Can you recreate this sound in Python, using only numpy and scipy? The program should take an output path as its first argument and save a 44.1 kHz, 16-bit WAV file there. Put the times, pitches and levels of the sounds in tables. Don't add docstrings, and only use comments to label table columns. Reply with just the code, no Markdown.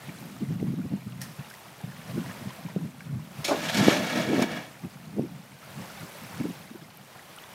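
import sys
import numpy as np
from scipy import signal
from scipy.fft import rfft, irfft, next_fast_len
from scipy.io import wavfile
from scipy.ndimage import uniform_filter1d

SR = 44100
rng = np.random.default_rng(int(sys.argv[2]) if len(sys.argv) > 2 else 0)


def digitize_waveform(pressure):
    field = np.atleast_2d(pressure).T
    bounded = np.clip(field, -1, 1)
    quanta = np.round(bounded * 32767).astype(np.int16)
    wavfile.write(sys.argv[1], SR, quanta)


N = 332514
TIME = np.arange(N) / SR

# (crest time [s], relative level [dB], rise [s], fall [s])
WAVELETS = [(.08, -54.5, 0.2, 0.53), (1.48, -56.5, 0.35, 0.66), (2.27, -51.5, 0.38, .5),
            (3.55, -49, 0.23, 1.1), (5.88, -51.5, 0.26, 0.38), (6.33, -51.5, 0.37, 0.4),
            (7.42, -56, 0.4, 0.56)]
# (frequency [Hz], relative level [dB])
SLOSH_SPECTRUM = [(30, -22), (100, 1.5), (180, -2), (360, -0.5), (650, 1.5), (900, -0.5), (1400, -2.5),
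                  (2300, -5), (3500, -10.5), (6000, -15.5), (10000, -39), (16000, -34)]
# (frequency [Hz], relative level [dB])
FOAM_SPECTRUM = [(800, -26.5), (2500, 2.5), (4500, -0.5), (6500, 0), (9000, 0), (12500, -1), (14500, -1),
                 (16000, -7)]
# (time [s], relative level [dB], length [s], pitch [Hz])
LOW_BUFFETS = [(0.094, -35, .015, 181), (0.269, -42.5, 0.16, 196), (0.427, -26, 0.017, 220),
               (.51, -26, 0.031, 174.6), (.57, -39, 0.022, 178), (0.63, -29, 0.041, 192),
               (0.691, -27, 0.052, 196), (0.727, -32, 0.02, 188), (0.792, -28.5, 0.023, 203),
               (0.858, -29, 0.019, 193), (0.937, -26, .028, 198.6), (1.068, -29.5, 0.012, 169),
               (1.191, -40.5, 0.11, 165.8), (1.402, -32, 0.014, 171), (1.847, -31.5, 0.012, 159),
               (1.887, -38, 0.026, 164), (2.101, -34.5, 0.019, 160), (2.182, -29.5, 0.044, 226),
               (2.28, -38, 0.039, 179), (2.421, -31, 0.0074, 178), (2.47, -32, 0.02, 171),
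               (2.66, -31.5, 0.013, 178), (2.771, -24.5, 0.013, 206), (2.838, -31, 0.046, 204),
               (3.138, -31.5, 0.077, 163.5), (3.399, -34, 0.018, 153), (3.754, -24, 0.0078, 222),
               (3.809, -21, .04, 236.6), (3.877, -17.5, 0.014, 250), (4.325, -24.5, 0.056, 312),
               (4.402, -27.5, 0.058, 314), (4.853, -31.5, .022, 207), (5.194, -27.5, .034, 263),
               (5.24, -34, 0.028, 269), (5.35, -43.5, 0.043, 168), (5.787, -38, 0.047, 188),
               (6.027, -38.5, 0.026, 185), (6.239, -42.5, 0.028, 176), (6.408, -26, 0.015, 228),
               (6.453, -27, .015, 289), (6.498, -32, 0.016, 242), (6.714, -38.5, 0.0069, 270),
               (6.755, -39, 0.0085, 290), (6.824, -44.5, .01, 217)]
# (frequency [Hz], relative level [dB])
BUFFET_SPECTRUM = [(25, -66), (45, -29), (70, -20.5), (95, -9.5), (130, 1), (175, 1), (215, -3), (290, -14),
                   (420, -29), (700, -37.5), (1500, -64)]
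# (time [s], relative level [dB], starting pitch [Hz])
BUBBLES = [(.092, -32, 2300), (1.122, -38, 2790), (1.394, -38, 2640), (1.511, -34, 1580),
           (1.539, -36, 1950), (2.505, -32.5, 993), (2.586, -35.5, 670), (2.685, -33, 950),
           (3.006, -33.5, 2230), (3.006, -33.5, 1560), (3.194, -40, 1020), (6.973, -29, 12000),
           (7.194, -35.5, 1920), (7.364, -30, 9500), (7.376, -35, 1370), (7.386, -31.5, 3020),
           (7.439, -34, 3400)]
# (time [s], peak level [dB], width [s])
EDDIES = [(.6295, -16, 0.00092), (0.741, -20.5, 0.0012), (0.9382, -25, 0.00079), (2.1802, -18.5, 0.001),
          (2.764, -17.5, 0.00069), (3.8842, -.5, .00055), (4.3345, -15, 0.00046), (4.3956, -12, 0.00052),
          (5.1865, -20, 0.00062), (5.196, -13, 0.00068), (6.4108, -21, 0.001)]
# (time [s], level [dB], decay [s])
SLAPS = [(1.208, -47, .012), (1.215, -33.5, 0.011), (1.232, -49, 0.089), (1.499, -45, 0.011),
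         (1.538, -47, .007), (3.006, -53.5, 0.013)]
# (frequency [Hz], bandwidth [Hz], gain [dB])
SPRAY_MODES = [(1090, 420, -5), (1770, 180, 13), (2950, 2300, 1.5), (5470, 1100, 7.5), (8800, 2300, 1.5),
               (13300, 4000, -2)]
# (time [s], relative level [dB])
GRIND_CURVE = [(3.57, -42), (3.7, -31.5), (3.712, -36), (3.778, -29), (3.794, -29.5), (3.914, -26.5),
               (4.012, -36), (4.192, -31.5), (4.26, -37), (4.39, -36), (4.426, -29.5), (4.462, -41),
               (4.566, -37.5), (4.694, -54), (4.74, -60)]
# (frequency [Hz], relative level [dB])
RUMBLE_SPECTRUM = [(40, -68), (90, -16), (150, -2.5), (235, 4.5), (310, 3), (410, -15.5), (600, -2.5),
                   (1000, -40)]
# (frequency [Hz], bandwidth [Hz], gain [dB])
PANEL_MODES = [(482, 61, 2.5), (545, 35, 7), (650, 63, 5), (744, 47, 7), (903, 68, 3.5), (1114, 71, -1),
               (1290, 60, 0), (1470, 260, -5.5), (1684, 76, 5.5), (1862, 78, 3), (2230, 83, 4.5),
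               (2380, 55, 1), (2610, 68, -6), (2860, 43, -1.5), (3320, 97, -3), (3970, 130, -19),
               (5460, 110, -12.5)]
# (frequency [Hz], relative level [dB])
GRIT_SPECTRUM = [(500, -30), (1300, 2), (2000, -3), (2700, 0), (3900, -0.5), (4900, -4.5), (6500, -7),
                 (8000, -13.5), (11000, -18.5), (14000, -19), (16000, -41.5)]
# (time [s], relative level [dB], decay [s])
KNOCKS = [(3.445, -42, 0.02), (3.484, -25, 0.032), (3.508, -23, 0.028), (3.903, -27.5, 0.059),
          (4.39, -30.5, 0.015)]
# (frequency [Hz], bandwidth [Hz], gain [dB])
BOW_MODES = [(318, 200, -7), (532, 56, -2), (581, 48, 1.5), (820, 84, -7.5), (1260, 760, -13)]
# (time [s], relative level [dB], decay [s])
CRACKS = [(3.443, -25, 0.0067), (3.447, -24.5, 0.023), (3.478, -30.5, 0.041), (3.659, -43, 0.0082),
          (3.744, -24.5, 0.017), (3.769, -28, 0.036), (4.422, -20, 0.0041), (4.516, -33, .006)]
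# (frequency [Hz], bandwidth [Hz], gain [dB])
STONE_MODES = [(2300, 250, 3.5), (3900, 850, 0), (5440, 340, 0), (6600, 740, -4.5), (9500, 2500, -11.5),
               (13000, 2500, -16.5)]


def from_db(db):
    return 10 ** (np.asarray(db) / 20)


def colour(x, spectrum):
    hz, db = np.transpose(spectrum)
    size = next_fast_len(N + SR // 10)
    bins = np.maximum(np.fft.rfftfreq(size, 1 / SR), 1)
    gain = from_db(np.interp(np.log(bins), np.log(hz), db))
    shaped = irfft(rfft(x, size) * gain, size)[:N]
    return shaped / np.sqrt(np.mean(shaped ** 2) + 1e-20)


def drift(per_s):
    values = rng.standard_normal(8192)
    return np.interp(TIME * per_s, np.arange(len(values)), values)


def steady(x, seconds):
    power = uniform_filter1d(x ** 2, max(int(seconds * SR), 2))
    return x / np.sqrt(np.abs(power) + 1e-9)


def swell(age, rise_s, fall_s):
    width = np.where(age < 0, rise_s, fall_s)
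    return np.exp(-np.minimum((age / width) ** 2, 50))


def bursts(blows, rise_s):
    out = np.zeros(N)
    for s, db, decay in blows:
        start = int(s * SR)
        age = TIME[:min(N - start, SR // 2)]
        out[start:][:len(age)] += from_db(db) * (1 - np.exp(-age / rise_s)) * np.exp(-age / decay)
    return out


def grains(per_s, spread_db):
    sizes = from_db(spread_db * np.minimum(rng.exponential(1, N), 5)) * rng.choice([-1, 1], N)
    return sizes * (rng.random(N) < per_s / SR)


def resonate(x, modes):
    out = 0
    for k, (hz, width, db) in enumerate(modes):
        r = np.exp(-np.pi * width / SR)
        zeros = [(1 - r * r) / 2, 0, (r * r - 1) / 2]
        poles = [1, -2 * r * np.cos(2 * np.pi * hz / SR), r * r]
        out += (-1) ** k * from_db(db) * signal.lfilter(zeros, poles, x + 1e-18)
    return out


def pings(per_s, low_hz, high_hz, q, spread_db, sizes):
    clicks = grains(per_s, spread_db)
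    size = rng.integers(0, sizes, N)
    pitches = np.geomspace(low_hz, high_hz, sizes)
    return sum(resonate(clicks * (size == k), [(hz, hz / q, 0)]) for k, hz in enumerate(pitches))


def wavelets(calm_db=-58.5, foam_db=-61):
    crest_power = sum((from_db(db) * swell(TIME - s, rise, fall)) ** 2 for s, db, rise, fall in WAVELETS)
    slosh_db = 10 * np.log10(from_db(calm_db) ** 2 + crest_power)
    fizz_db = foam_db + 0.94 * (slosh_db - calm_db)
    gurgle = pings(per_s=2200, low_hz=539.4, high_hz=5480, q=21, spread_db=4.5, sizes=32)
    wash = colour(rng.standard_normal(N), SLOSH_SPECTRUM)
    slosh = from_db(0.5) * colour(gurgle, SLOSH_SPECTRUM) + from_db(3.74) * wash
    prickle = pings(per_s=1200, low_hz=3000, high_hz=14800, q=17, spread_db=3, sizes=18)
    foam = colour(rng.standard_normal(N), FOAM_SPECTRUM) + from_db(-3.5) * colour(prickle, FOAM_SPECTRUM)
    return from_db(slosh_db + drift(30)) * slosh + from_db(fizz_db + 0.5 * drift(31)) * foam


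def wind_and_groans(low_cut_hz, buffet_hz=175, lull_db=-59, breeze_db=-7, flutter_db=3):
    buffets, push = np.zeros(N), np.zeros(N)
    low_noise = steady(colour(rng.standard_normal(N), BUFFET_SPECTRUM), 0.0208)
    for (s, db, length, hz), offset_s in zip(LOW_BUFFETS, rng.uniform(1, 6, len(LOW_BUFFETS))):
        near = slice(max(int((s - 2 * length) * SR), 0), int((s + 3 * length) * SR))
        age = TIME[near] - s
        force = from_db(db) * swell(age, 0.87 * length, length)
        buffets[near] += force * np.interp(offset_s + age * hz / buffet_hz, TIME, low_noise)
        push[near] += force
    reach = int(0.31 * SR)
    around = uniform_filter1d(uniform_filter1d(push, reach), reach)
    breeze_gain = (from_db(lull_db) + from_db(breeze_db) * around) * from_db(flutter_db * drift(25))
    breeze = breeze_gain * steady(colour(rng.standard_normal(N), BUFFET_SPECTRUM), 0.055)
    return signal.sosfilt(signal.butter(2, low_cut_hz, "high", fs=SR, output="sos"), buffets + breeze)


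def bubbles(decay_cycles=4.8, glide_per_s=1.9):
    out, age = np.zeros(N), TIME[:SR // 20]
    for s, db, hz in BUBBLES:
        start = int(s * SR)
        cycles = hz * age * (1 + glide_per_s * age)
        envelope = from_db(db) * np.exp(-cycles / decay_cycles) * (1 - np.exp(-cycles))
        ring = envelope * np.sin(2 * np.pi * cycles)
        out[start:][:len(age)] += ring[:N - start]
    return out


def eddies(low_cut_hz):
    out, age = np.zeros(N), TIME[:SR // 20] - 0.005
    low_cut = signal.butter(3, low_cut_hz, "high", fs=SR, output="sos")
    for s, db, width in EDDIES:
        thump = signal.sosfilt(low_cut, -np.exp(-(age / width) ** 2))
        start = int(s * SR) - np.argmax(thump)
        out[start:][:len(age)] += from_db(db) * thump / np.abs(thump).max()
    return out


def water_slaps():
    spray = resonate(grains(per_s=8100, spread_db=2.5), SPRAY_MODES)
    return bursts(SLAPS, rise_s=0.00035) * steady(spray, 0.011)


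def hull_ring(contacts, t60_s=0.28, tail_db=-20):
    panels = resonate(contacts, PANEL_MODES)
    age = TIME[:SR // 2]
    tail = rng.standard_normal(len(age)) * from_db(-60 * age / t60_s)
    return panels + from_db(tail_db) * signal.fftconvolve(panels, tail / np.linalg.norm(tail))[:N]


def crushed_grit():
    pebbles = pings(per_s=2000, low_hz=1117, high_hz=13570, q=30, spread_db=3, sizes=90)
    sand = grains(per_s=16000, spread_db=-1)
    return from_db(-2.4) * colour(pebbles, GRIT_SPECTRUM) + from_db(1) * colour(sand, GRIT_SPECTRUM)


def keel_scrape(touch_s=3.44, rest_s=4.76, catch_s=0.01, stop_s=0.084):
    grind_db = np.interp(TIME, *np.transpose(GRIND_CURVE))
    age = np.clip(TIME, touch_s, rest_s) - touch_s
    aground = np.clip(age / catch_s, 0, 1) * np.clip((rest_s - TIME) / stop_s, 0, 1)
    slips = from_db(1.23 * drift(130) + 0.54 * drift(49))
    contacts = grains(per_s=3000, spread_db=1.5) * slips
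    surge_db = 5 * drift(20)
    rumble = from_db(-6 + 6.5 * age + surge_db) * steady(colour(contacts, RUMBLE_SPECTRUM), 0.026)
    panels = from_db(-2 + 3 * age) * steady(hull_ring(contacts), 0.053)
    grit = from_db(-1.5 - 6.5 * age) * slips * crushed_grit()
    return aground * from_db(grind_db) * (rumble + panels + grit)


def stone_cracks():
    crunch = steady(resonate(rng.standard_normal(N), STONE_MODES), 0.0048)
    return from_db(-2.5) * bursts(CRACKS, rise_s=0.00094) * crunch


def bow_knocks():
    band = signal.butter(2, [250, 1100], "band", fs=SR, output="sos")
    judder = signal.sosfilt(band, rng.standard_normal(N))
    boom = steady(resonate(judder, BOW_MODES), 0.019)
    return from_db(2.8) * bursts(KNOCKS, rise_s=0.0028) * boom


def scene():
    boat = keel_scrape() + bow_knocks() + stone_cracks()
    water = wavelets() + bubbles() + water_slaps()
    buffeting = wind_and_groans(low_cut_hz=75) + eddies(low_cut_hz=176)
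    return (boat + water + buffeting)[None]


def record(dry):
    high_cut = signal.ellip(12, 0.1, 90, 15750, fs=SR, output="sos")
    return signal.sosfilt(high_cut, np.clip(dry, -1, 1))


dry = scene()
out = record(dry)
digitize_waveform(out)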